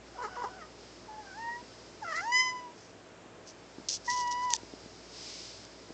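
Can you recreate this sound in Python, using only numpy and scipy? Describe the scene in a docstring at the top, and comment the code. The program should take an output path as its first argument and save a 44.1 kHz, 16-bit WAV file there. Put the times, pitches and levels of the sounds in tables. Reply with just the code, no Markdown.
"""A cat's cracked chirrup opens over faint mains hum and hiss in a quiet kitchen; a soft mew, a full meow
and a thin held mew follow. Each call is a source and a filter: the vocal folds supply harmonics, the
throat and mouth shape them, and the walls reflect them. Close by, something brushes over fur or cloth:
friction makes hiss and crackle, snagging fibres tick, and handling adds a few soft bumps."""
import sys
import numpy as np
from scipy import signal
from scipy.fft import rfft, irfft
from scipy.io import wavfile
from scipy.ndimage import uniform_filter1d

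SR = 44100
rng = np.random.default_rng(int(sys.argv[2]) if len(sys.argv) > 2 else 0)


def to_wav(s):
    """Save 16-bit WAV."""
    ch = np.atleast_2d(s).T  # columns
    pcm = np.round(np.clip(ch, -1, 1) * 32767)  # PCM
    wavfile.write(sys.argv[1], SR, pcm.astype(np.int16))


N = 261909
TIME = np.arange(N) / SR


def from_db(db):
    """Amplitude ratio: tenfold for every 20 dB."""
    return 10 ** (np.asarray(db) / 20)


def unit_rms(x):
    """Normalisation to unit mean power."""
    return x / np.sqrt(np.mean(x ** 2) + 1e-20)


def in_time(rows, t):
    """Linear interpolation of each column at the times t."""
    times, *columns = np.transpose(rows)
    return [np.interp(t, times, column) for column in columns]


def at_hz(spectrum, hz):
    """Spectral level [dB], interpolated over log frequency."""
    frequencies, db = np.transpose(spectrum)
    return np.interp(np.log(hz + 1e-9), np.log(frequencies), db)


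def drift(corner_hz, size):
    """Random modulation: low-passed noise of unit rms."""
    hz = np.fft.rfftfreq(size, 1 / SR)
    return unit_rms(irfft(rfft(rng.standard_normal(size)) / (1 + (hz / corner_hz) ** 2), size))


def coloured(x, spectrum):
    """Filtering by multiplication of spectra, scaled to unit rms."""
    gain = from_db(at_hz(spectrum, np.fft.rfftfreq(N, 1 / SR)))
    return unit_rms(irfft(rfft(x) * gain, N))


def resonate(x, hz, width_hz):
    """A damped two-pole resonator with unit peak gain."""
    radius = np.exp(-np.pi * width_hz / SR)
    feedback = [1, -2 * radius * np.cos(2 * np.pi * hz / SR), radius ** 2]
    return signal.lfilter(np.array([1, 0, -1]) * (1 - radius ** 2) / 2, feedback, x + 1e-18)


def strike(events, response):
    """Convolution: each event (time [s], peak [dB]) excites the same impulse response."""
    impulses = np.zeros(N)
    for start, db in events:
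        impulses[int(start * SR)] += from_db(db)
    return signal.fftconvolve(impulses, response / np.abs(response).max())[:N]


def trapezoid(t, start, rise, fall, hold=0):
    """A linear envelope: up from 0 to 1, held, and down again."""
    return np.interp(t, start + np.cumsum([0, rise, hold, fall]), [0, 1, 1, 0])


def swells(rows):
    """Envelope of overlapping bursts: incoherent sounds add in power."""
    power = np.zeros(N)
    for start, rise, fall, db in rows:
        arch = np.sin(np.pi / 2 * trapezoid(TIME, start, rise, fall)) ** 2
        power += (from_db(db) * arch) ** 2
    return np.sqrt(power)


def background(air_db=-53.0, waver_rad=0.096, mains_hz=58.1):
    """Superposition of steady room noise and appliance hum, whose tones waver in phase."""
    # the lowest tone sinks for a while: (time [s], level [dB])
    mains_level = [(0, -63.5), (1.7, -67), (3.0, -76.5), (4.2, -63.5), (5.9, -67)]
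    # the higher tones: (frequency [Hz], level [dB])
    hum_tones = [(99.4, -72.5), (118, -72.5), (175, -68.5), (643, -67)]
    # spectrum of the still room: (frequency [Hz], relative level [dB])
    room_tone = [(25, -46.5), (50, -16), (78, -18.5), (105, -3), (150, -11.5), (250, -3.5), (380, -1),
                 (600, -6), (1000, -10.5), (2150, -15.5), (5000, -23.5), (7500, -23), (8900, -46.5)]
    mains_db, = in_time(mains_level, TIME)
    hum = sum(np.sqrt(2) * from_db(db) * np.sin(2 * np.pi * hz * TIME + waver_rad * drift(4, N))
              for hz, db in [(mains_hz, mains_db), *hum_tones])
    return hum + from_db(air_db) * coloured(rng.standard_normal(N), room_tone)


def kitchen(x, t60_s=.4, wet_db=-21, wall_hz=4000, first_echo_s=0.026):
    """Reverberation: diffuse, slightly dull wall reflections decay exponentially after the direct sound."""
    t = TIME[:SR // 2]
    tail = rng.standard_normal(len(t)) * from_db(-60 * t / t60_s) * (t > first_echo_s)
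    tail = signal.sosfilt(signal.butter(1, wall_hz, fs=SR, output="sos"), tail / np.linalg.norm(tail))
    return x + from_db(wet_db) * signal.fftconvolve(x, tail)[:N]


def bumps(body_hz=290, width_hz=190, soft_hz=450, size=2048):
    """Heavy damping: a soft touch on a casing gives one dull swing."""
    # handling touches: (time [s], peak [dB])
    touches = [(1.627, -40.5), (3.784, -34), (3.799, -39), (4.633, -38), (4.7365, -34.5), (4.860, -38.5),
               (5.905, -34.5), (5.912, -46)]
    push = signal.sosfilt(signal.butter(2, soft_hz, fs=SR, output="sos"), signal.unit_impulse(size))
    return strike(touches, resonate(push, body_hz, width_hz))


def ticks(top_hz=7400, size=512):
    """Impulse excitation: fibres snag and let go, and a few modes ring for about a millisecond."""
    # fibre releases: (time [s], peak [dB])
    releases = [(3.8903, -18.5), (4.5048, -21), (4.5338, -26), (4.5366, -5.5), (4.564, -21), (5.651, -36)]
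    # resonances of a tick: (frequency [Hz], bandwidth [Hz], relative gain [dB])
    modes = [(3630, 190, -1), (4760, 990, -2), (6160, 360, 8), (6870, 820, -2.5)]
    click = signal.sosfilt(signal.butter(8, top_hz, fs=SR, output="sos"), signal.unit_impulse(size))
    return strike(releases, sum(from_db(db) * resonate(click, hz, width) for hz, width, db in modes))


def brushing(slips_per_s=6000, grain_db=0.5, flutter_db=2.0):
    """Friction: fibres slip in a dense crackle under each stroke; slow sliding gives a smooth hiss."""
    # short strokes and slow, light slides: (start [s], rise [s], fall [s], level [dB])
    strokes = [(2.72, 0.1, 0.17, -60), (3.45, 0.035, 0.053, -50.5), (3.885, 0.0014, 0.086, -33.5),
               (3.895, 0.045, 0.051, -35.5), (4.035, 0.037, .03, -46), (4.07, 0.048, 0.06, -36),
               (4.14, 0.047, 0.076, -39.5), (4.271, .005, 0.014, -46.5), (4.304, 0.012, 0.036, -40),
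               (4.41, 0.023, 0.049, -49), (4.49, 0.027, 0.047, -41), (4.539, 0.015, 0.013, -33)]
    slides = [(0, 0.08, 2.8, -61.5), (.68, 0.16, 0.55, -59.5), (.95, 0.43, 2.3, -58), (3.1, 1.21, 5.7, -57),
              (5.0, 0.29, 0.52, -45.5)]
    # their spectra: (frequency [Hz], relative level [dB])
    stroke_colour = [(1500, -45), (2500, -20), (3200, -14), (3900, -12), (4500, -5), (5300, -1),
                     (6200, -1.5), (7000, -9), (7800, -14.5), (8800, -35)]
    slide_colour = [(880, -44), (1500, -28.5), (2050, -10), (2650, -9), (3570, -6), (4500, -1), (4880, 1.5),
                    (5180, 2), (5750, -3), (7470, -10), (8360, -20.5), (8940, -44.5), (11600, -52),
                    (19700, -120)]
    sizes = from_db(grain_db * np.minimum(rng.exponential(1, N), 4)) * rng.choice([-1, 1], N)
    slips = sizes * (rng.random(N) < slips_per_s / SR)
    crackle = swells(strokes) * coloured(slips, stroke_colour) * from_db(flutter_db * drift(160, N))
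    hiss = swells(slides) * from_db(0.21 * drift(26, N)) * coloured(rng.standard_normal(N), slide_colour)
    return crackle + hiss


def cracked(t, pitch, voice_db, slip_s=.012):
    """Register breaks: the pitch slips to a lower note and back while the level swells or dips."""
    # cracks in the voice: (start [s], length [s], pitch [Hz], level change [dB])
    cracks = [(0.174, .118, 494, 4), (0.237, 0.039, 418.7, 2.5), (0.365, .126, 486.3, 4.5),
              (0.44, .014, 400, 4), (2.048, 0.00902, 643.5, -1), (2.129, 0.015, 580, -4.5)]
    for start, length, low_hz, change_db in cracks:
        inside = np.clip(.5 + np.minimum(t - start, start + length - t) / slip_s, 0, 1)
        pitch = pitch + inside * (low_hz - pitch)
        voice_db = voice_db + change_db * np.sin(np.pi * np.clip((t - start) / length, 0, 1))
    return pitch, voice_db


def mouth(t, mouth_db, edge_db):
    """A time-varying filter: each opening lifts the middle harmonics and shifts the top ones (the edge)."""
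    # mouth gestures: (start [s], opening [s], hold [s], closing [s], mouth lift [dB], edge change [dB])
    openings = [(0.194, 0.037, 0.029, 0.048, 9, -6), (.28, .018, 0.06, .02, 10, 7),
                (.39, 0.059, .012, 0.038, 1, 2), (0.472, .04, .11, 0.079, 8.5, 5),
                (1.179, 0.095, 0.062, 0.034, 32.5, 11), (1.345, 0.039, 0.037, 0.091, 16.5, 18),
                (1.394, 0.11, 0.058, .05, 30, -11), (2.029, 0.054, .12, 0.015, 17, 3.5),
                (2.099, 0.09, 0.02, .012, 12.5, 7.5), (2.2, 0.082, 0.27, 0.11, 10, 9),
                (2.317, .004, .18, 0.037, 16, 13), (2.328, 0.043, 0.031, 0.028, 10, 9.5),
                (2.555, 0.018, 0.028, .012, 8.5, 7.5), (4.071, .013, .012, 0.046, 15, -25),
                (4.114, 0.049, 0.22, .1, 2.5, 5)]
    for start, rise, hold, fall, lift_db, press_db in openings:
        gape = trapezoid(t, start, rise, fall, hold)
        mouth_db = mouth_db + gape * lift_db
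        edge_db = edge_db + gape * press_db
    return mouth_db, edge_db


def roughness(pitch, voice_db, clean_hz=1010, weak_db=-43, per_octave=1.35, per_db=.02):
    """Aperiodicity: the vocal folds grow unsteady as pitch and effort fall."""
    low = per_octave * np.maximum(np.log2(clean_hz / pitch), 0)
    weak = per_db * np.maximum(weak_db - voice_db, 0)
    return np.minimum(0.077 + low + weak, 0.78)


def call(contour, gain_db, mouth_db, edge_db, rasp_db, jitter, shimmer, waver_db, fade_s=0.01, count=17):
    """Source and filter: fold harmonics pass the throat and mouth; roughness scales rasp, jitter, shimmer."""
    # the throat's resonances: (frequency [Hz], gain [dB])
    throat = [(400, -8), (700, -10), (1000, 2.5), (1400, -3), (2000, -6.5), (2400, -26.5), (2900, -10.5),
              (4000, -27.5), (5000, -5), (6000, -12), (7000, -16.5), (8000, -35.5), (9000, -40.5)]
    span = (TIME > contour[0][0]) & (TIME < contour[-1][0])
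    t = TIME[span]
    pitch, voice_db = cracked(t, *in_time(contour, t))
    mouth_db, edge_db = mouth(t, mouth_db, edge_db)
    rough = roughness(pitch, voice_db)
    pitch = uniform_filter1d(pitch, size=200) * (1 + jitter * rough * drift(130, len(t)))
    phase = 2 * np.pi * np.cumsum(pitch) / SR
    voice = 0
    for k in range(1, count + 1):
        hz = k * pitch
        # an open mouth lifts the middle harmonics, pressed folds the top
        opened = np.interp(hz, [1100, 1800, 2200, 2700, 4500], [0, 1, 1, .4, 0])
        pressed = np.interp(hz, [2200, 2800, 4500], [0, .45, 1])
        db = voice_db + at_hz(throat, hz) + opened * mouth_db + pressed * edge_db
        db += waver_db * drift(13.0, len(t))
        # turbulence at the folds spreads a noisy skirt round each harmonic
        rasp = from_db(rasp_db) * rough * k * drift(260, len(t))
        voice = voice + from_db(db) * (np.sin(k * phase) + rasp * np.cos(k * phase))
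    uneven = 1 + shimmer * rough * drift(120, len(t))
    fade = np.clip(np.minimum(t - t[0], t[-1] - t) / fade_s, 0, 1)
    out = np.zeros(N)
    out[span] = np.sqrt(2) * from_db(gain_db) * voice * uneven * fade
    return out


def cat():
    """Phonation: four voiced calls, with a rush of air at each catch where the register changes."""
    # contours of the calls: (time [s], pitch [Hz], relative level [dB])
    chirrup = [(.145, 791.4, -43), (.17, 750, -46.5), (.25, 775, -45.5), (.295, 765.2, -48.5),
               (.355, 714, -45.5), (.43, 734, -42), (.5, 753, -50), (.585, 750, -48), (.63, 621.6, -45),
               (.68, 615, -63)]
    soft_mew = [(1.075, 946, -54), (1.094, 860, -42.5), (1.2, 857, -42.5), (1.24, 812, -54),
                (1.335, 744, -54.5), (1.38, 884, -41.5), (1.42, 922, -43.5), (1.53, 949, -41),
                (1.62, 975, -51.5)]
    meow = [(2.016, 954, -41), (2.028, 872, -33.5), (2.07, 671.6, -38.5), (2.14, 625.7, -39),
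            (2.2, 676, -43.5), (2.222, 780, -36), (2.255, 892, -33.5), (2.322, 987, -35.5),
            (2.385, 1016, -39.5), (2.425, 1019, -35), (2.6, 994, -46.5), (2.672, 975, -47),
            (2.69, 947, -54), (2.745, 1000, -64)]
    held_mew = [(4.071, 1012, -48), (4.083, 961, -31.5), (4.13, 995, -33.5), (4.19, 990, -32.5),
                (4.235, 972, -32), (4.33, 975, -33.5), (4.46, 999, -32.5), (4.525, 964, -32),
                (4.549, 896, -36), (4.56, 900, -64)]
    # raspy catches: (start [s], rise [s], fall [s], level [dB])
    catches = [(.215, 0.018, 0.068, -53), (.425, 0.016, 0.023, -56), (2.06, 0.069, 0.26, -51.5),
               (2.152, .01, 0.045, -43.5), (2.319, 0.0012, 0.0048, -51)]
    # their spectrum: (frequency [Hz], relative level [dB])
    catch_colour = [(1200, -31), (2000, -4), (2600, -22), (3400, -19), (4100, -1.5), (5100, -1), (6200, -5),
                    (7200, -4), (8800, -34)]
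    calls = call(chirrup, gain_db=1.25, mouth_db=-16.5, edge_db=-25,
                 rasp_db=-15.0, jitter=0.0266, shimmer=0.36, waver_db=1.8)
    calls += call(soft_mew, gain_db=-0.3, mouth_db=-22.5, edge_db=-32.5,
                  rasp_db=-17.5, jitter=0.013, shimmer=0.34, waver_db=2.1)
    calls += call(meow, gain_db=-0.95, mouth_db=-14, edge_db=-18.5,
                  rasp_db=-22, jitter=0.021, shimmer=0.36, waver_db=1.47)
    calls += call(held_mew, gain_db=-2.06, mouth_db=-7.0, edge_db=-19,
                  rasp_db=-31, jitter=0.02, shimmer=0.072, waver_db=0.44)
    return calls + swells(catches) * coloured(rng.standard_normal(N), catch_colour)


def scene():
    """Superposition of the reverberant cat, the dry noises close by and the background, in mono."""
    return (kitchen(cat()) + brushing() + ticks() + bumps() + background())[None]


def record(dry, cutoff_hz=8750):
    """Band limiting: an elliptic low-pass cuts the top steeply."""
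    return signal.sosfilt(signal.ellip(10, .1, 80, cutoff_hz, fs=SR, output="sos"), dry)


dry = scene()
out = record(dry)
to_wav(out)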